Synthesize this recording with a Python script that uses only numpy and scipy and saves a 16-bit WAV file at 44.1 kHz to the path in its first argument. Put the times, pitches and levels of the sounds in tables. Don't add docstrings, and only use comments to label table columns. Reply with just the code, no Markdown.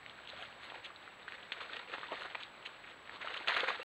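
import sys
import numpy as np
from scipy import signal
from scipy.fft import rfft, irfft, next_fast_len
from scipy.io import wavfile
from scipy.ndimage import map_coordinates

SR = 44100
rng = np.random.default_rng(int(sys.argv[2]) if len(sys.argv) > 2 else 0)


def file_out(sig):
    cols = np.atleast_2d(sig).T
    lim = np.clip(cols, -1, 1)
    pcm = np.round(lim * 32767).astype(np.int16)
    wavfile.write(sys.argv[1], SR, pcm)


N = 176400
T = np.arange(N) / SR
OPEN_CYCLES = .38


def amp(db):
    return 10 ** (np.asarray(db) / 20)


def unit(x):
    return x / np.sqrt(np.mean(x ** 2) + 1e-20)


def add(track, start_s, sound):
    i = max(0, round(start_s * SR))
    track[i:i + len(sound)] += sound[:max(0, N - i)]


def colour(x, points):
    m = 2 * next_fast_len(N)
    hz, db = np.transpose(points)
    gain = amp(np.interp(np.log(np.fft.rfftfreq(m, 1 / SR) + 1), np.log(hz), db))
    cepstrum = irfft(np.log(gain + 1e-6))
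    cepstrum[1:m // 2] *= 2
    cepstrum[m // 2 + 1:] = 0
    return irfft(rfft(x, m) * np.exp(rfft(cepstrum)))[:N]


def wobble(knots_per_s):
    return map_coordinates(rng.standard_normal(int(N * knots_per_s / SR) + 4), [T * knots_per_s])


def band_noise(n, low_hz, high_hz):
    bandpass = signal.butter(2, [low_hz, min(high_hz, .45 * SR)], 'band', fs=SR)
    return unit(signal.lfilter(*bandpass, rng.standard_normal(n)))


def pockets(n, per_s, hz, spread, cycles, scatter_db):
    when, size, pitch, life = rng.random((int(per_s * n / SR) + 2, 4)).T
    ring_hz = np.clip(hz * np.exp(spread * np.log(pitch / (1 - pitch)) / 2), 200, 13000)[:, None]
    k = np.arange(SR // 70)
    turns = ring_hz * k / SR
    decay = amp(-60 * turns / (cycles * (.5 + life[:, None])))
    onset = 1 - np.exp(-turns / OPEN_CYCLES)
    strength = amp(-scatter_db * np.log(1 - .96 * size))[:, None] * np.sqrt(np.minimum(ring_hz / hz, 1))
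    rings = strength * onset * decay * np.sin(2 * np.pi * turns)
    samples = (when * n).astype(int)[:, None] + k
    return unit(np.bincount(samples.ravel(), rings.ravel(), n)[:n])


# (time [s], relative level [dB])
RUB_ENVELOPE = [(0, -61), (.22, -56), (.3, -55.5), (.44, -51), (.52, -55), (.59, -60), (.64, -53.5),
                (.74, -53.5), (.81, -58), (.97, -63.5), (1.06, -54.5), (1.16, -64), (1.26, -59),
                (1.34, -52.5), (1.42, -58), (1.5, -56), (1.62, -51), (1.68, -52), (1.77, -47.5),
                (1.85, -58), (1.93, -46), (2.07, -54), (2.18, -49.5), (2.26, -49.5), (2.34, -53),
                (2.43, -55.5), (2.5, -61), (2.74, -56), (2.8, -60.5), (2.89, -53), (2.96, -63.5),
                (3.09, -61), (3.15, -50), (3.19, -57), (3.23, -46), (3.36, -48), (3.4, -50), (3.46, -48),
                (3.5, -38.5), (3.72, -42.5), (3.83, -53)]
# (frequency [Hz], relative level [dB])
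SMEAR_SPECTRUM = [(60, -12.5), (180, -13), (350, -6), (550, -0.5), (800, -8), (1400, 5), (2200, 1.5),
                  (3200, -4), (4500, -1.5), (7000, -15.5), (16000, -21)]
def rubbing():
    level_db = np.interp(T, *np.transpose(RUB_ENVELOPE)) + 2 * wobble(knots_per_s=55)
    smear = amp(-2.5) * unit(colour(rng.standard_normal(N), SMEAR_SPECTRUM))
    crackle = amp(-3.5) * pockets(N, per_s=1100, hz=1819, spread=.602, cycles=12.3, scatter_db=3)
    sticky_pops = amp(-4.5) * pockets(N, per_s=90, hz=2100, spread=.45, cycles=14, scatter_db=2.5)
    gurgles = amp(-9.5) * pockets(N, per_s=70, hz=803, spread=.45, cycles=20.7, scatter_db=2.5)
    droplets = amp(-18.5) * pockets(N, per_s=300, hz=9000, spread=.2, cycles=4, scatter_db=6)
    return amp(level_db) * (smear + crackle + sticky_pops + gurgles + droplets)


# (time [s], level [dB])
RUMBLE_ENVELOPE = [(0, -59), (.4, -59), (1, -69.5), (3.8, -71.5)]
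def rumble():
    return amp(np.interp(T, *np.transpose(RUMBLE_ENVELOPE))) * band_noise(N, 55, 130)


# (frequency [Hz], relative level [dB])
HISS_SPECTRUM = [(25, -22), (50, -5.5), (100, -4), (200, -4), (400, -1), (800, 0.5), (1300, 0),
                 (2000, -2.5), (3200, -8), (4100, -13), (4500, -18), (5100, -28.5), (5700, -30),
                 (6500, -31.5), (7700, -32.5), (9000, -40), (12000, -40), (15500, -37)]
def hiss():
    return amp(-57.5) * unit(colour(rng.standard_normal(N), HISS_SPECTRUM))


def whine(hz=7796.2, frame_hz=29.75, jump_rad=2.8):
    second_half = (T * frame_hz) % 1 > .5
    phase = 2 * np.pi * hz * T
    fundamental = amp(-72.5 - 5 * second_half) * np.sin(phase + jump_rad * second_half)
    return fundamental + amp(-97.5) * np.sin(2 * phase)


# (time [s], relative level [dB], frequency [Hz], 60 dB decay [cycles])
SUCTION_RELEASES = [(.0625, -30.5, 2220, 11), (.097, -35, 3200, 6), (.252, -44, 2950, 15),
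                    (0.2744, -36, 3200, 20), (.701, -38, 2670, 24), (.721, -33.5, 900, 2),
                    (.961, -38.5, 3930, 28), (1.0771, -36, 1520, 12), (1.2802, -29, 1550, 18),
                    (1.285, -32, 1880, 26), (1.3221, -29.5, 2150, 6), (1.5208, -20.5, 2500, 4),
                    (1.5246, -26, 2780, 5), (1.611, -36, 2140, 5), (1.734, -27.5, 1610, 1),
                    (1.766, -35.5, 1870, 4), (1.938, -26, 1480, 8), (1.9828, -25.5, 1100, 2.5),
                    (2.032, -30, 1330, 8), (2.12, -31, 710, 7), (2.221, -33, 1500, 9),
                    (2.234, -33.5, 3100, 6), (2.3482, -27, 1940, 19), (2.3529, -27, 2400, 22),
                    (2.4335, -30.5, 3640, 14), (2.6602, -33, 2700, 38), (2.676, -36.5, 895, 3.5),
                    (3.075, -36.5, 1830, 8), (3.095, -29.5, 1820, 11), (3.216, -35, 1560, 2),
                    (3.2741, -25.5, 1510, 4), (3.475, -19, 2350, 3.5), (3.4831, -13.5, 2750, 5),
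                    (3.571, -21, 1800, 10), (3.634, -28, 1500, 5.5)]
def smacks(snap_t60_s=.00073, spray_t60_s=.016):
    out, t = np.zeros(N), np.arange(SR // 20) / SR
    for start_s, db, hz, cycles in SUCTION_RELEASES:
        onset = 1 - np.exp(-hz * t / OPEN_CYCLES)
        ring = onset * amp(-60 * hz * t / cycles) * np.sin(2 * np.pi * hz * t)
        ring /= np.abs(ring).max()
        snap = np.sin(2 * np.pi * 2900 * t) * amp(-60 * t / snap_t60_s)
        spray = band_noise(len(t), hz * .5, hz * 1.64) * amp(-60 * t / spray_t60_s)
        add(out, start_s, amp(db - 2) * (ring + amp(-12) * snap + amp(-10.5) * spray))
    return out


# (centre time [s], half duration [s], level [dB], frequency [Hz], relative spray level [dB])
PUSHES = [(.295, 0.019, -47.5, 3160, -20), (.42, 0.062, -57.5, 2180, 0), (0.643, .04, -53, 2980, -4),
          (0.854, 0.023, -45, 2960, -11), (1.531, 0.012, -47, 2780, -8), (1.614, 0.016, -41.5, 1810, -18),
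          (1.633, .012, -47.5, 2490, -8), (1.767, .012, -42.5, 2240, -23), (1.797, .012, -45, 1710, -12),
          (1.943, .026, -41, 1286, -18), (2.043, 0.015, -45.5, 1600, -24), (2.13, 0.032, -39, 963, -31),
          (2.221, 0.028, -51, 2520, -2), (2.257, 0.016, -44.5, 1340, -14), (2.353, 0.0066, -37.5, 994, -21),
          (2.408, 0.014, -44.5, 2220, -29), (2.432, 0.018, -50, 3600, -21), (2.664, 0.02, -43.5, 2720, -11),
          (2.886, .04, -54.5, 1830, -16), (3.221, .02, -43, 1830, -26), (3.343, 0.0088, -40.5, 1900, -8),
          (3.371, 0.015, -39.5, 2260, -15.5), (3.488, .02, -30.5, 1900, -11),
          (3.507, 0.013, -33, 1890, -28.5), (3.525, 0.01, -34.5, 1570, -28.5),
          (3.572, 0.019, -31, 1820, -12.5), (3.601, .02, -35.5, 2080, -13.5), (3.641, .016, -35, 1390, -17),
          (3.688, .02, -31.5, 1760, -15), (3.704, 0.0092, -32.5, 1200, -20), (3.725, 0.015, -45, 1905, -20),
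          (3.755, .016, -43, 1500, -19.5)]
def squelches():
    out = np.zeros(N)
    for centre_s, half_s, db, hz, spray_db in PUSHES:
        n = int(2 * half_s * SR)
        cloud = pockets(n, per_s=1200, hz=hz, spread=.42, cycles=15, scatter_db=3)
        rush = amp(-7.5) * band_noise(n, hz * .29, hz * 2.7)
        spray = amp(spray_db) * pockets(n, per_s=3500, hz=9000, spread=.2, cycles=5.3, scatter_db=1)
        add(out, centre_s - half_s, amp(db) * np.hanning(n) * (cloud + rush + spray))
    return out


# (time [s], level [dB], initial frequency [Hz], 60 dB decay [initial periods])
BUBBLES = [(.333, -40.5, 580, 24), (.391, -41.5, 693, 27), (.742, -37.5, 854, 23), (0.903, -36.5, 1130, 23),
           (1.696, -32, 1370, 25), (2.032, -39, 1234, 75), (2.087, -38, 920, 46), (2.12, -37, 540, 20),
           (2.126, -31, 780, 11), (2.134, -33.5, 1060, 26), (2.255, -41, 1360, 22), (2.351, -44, 730, 12),
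           (3.273, -26, 1220, 28), (3.351, -29.5, 1270, 28), (3.445, -30.5, 1500, 22.5),
           (3.632, -23.5, 483, 12.5), (3.646, -38.5, 525, 22.5), (3.679, -34, 480, 20),
           (3.694, -37, 439, 15), (3.796, -35, 486.5, 21), (3.815, -40, 2680, 175),
           (3.817, -37.5, 1255, 30)]
def plops(attack_s=.00082, glide=.14):
    out, t = np.zeros(N), np.arange(SR // 12) / SR
    for start_s, db, hz, cycles in BUBBLES:
        age = hz * t / cycles
        envelope = amp(db - 60 * age) * (1 - np.exp(-t / attack_s))
        add(out, start_s, envelope * np.sin(2 * np.pi * hz * t * (1 + glide * age)))
    return out


def clearing(x, t60_s=.16):
    t = np.arange(SR // 3) / SR
    tail = rng.standard_normal(len(t)) * amp(-60 * t / t60_s) * (t > .003)
    return x + amp(-12) * signal.fftconvolve(x, tail / np.linalg.norm(tail))[:N]


def scene():
    mud = rubbing() + squelches() + smacks() + plops()
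    return (clearing(mud) + rumble())[None]


# (frequency [Hz], gain [dB])
MICROPHONE_RESPONSE = [(30, -28), (150, -10), (260, -3), (500, -0.5), (740, -2.5), (1300, -1.5), (2300, -1),
                       (3700, 2), (4300, -2), (4900, -17), (5600, -26), (6500, -12), (7600, -21),
                       (9300, -24.5), (11000, -22.5), (13000, -33), (16000, -49)]
def record(dry):
    stop_s, top_hz = 3.832, 15750
    x = (colour(dry[0], MICROPHONE_RESPONSE) + hiss() + whine()) * (T < stop_s)
    passband = np.fft.rfftfreq(N, 1 / SR) < top_hz
    return irfft(rfft(x) * passband, N)[None]


dry = scene()
out = record(dry)
file_out(out)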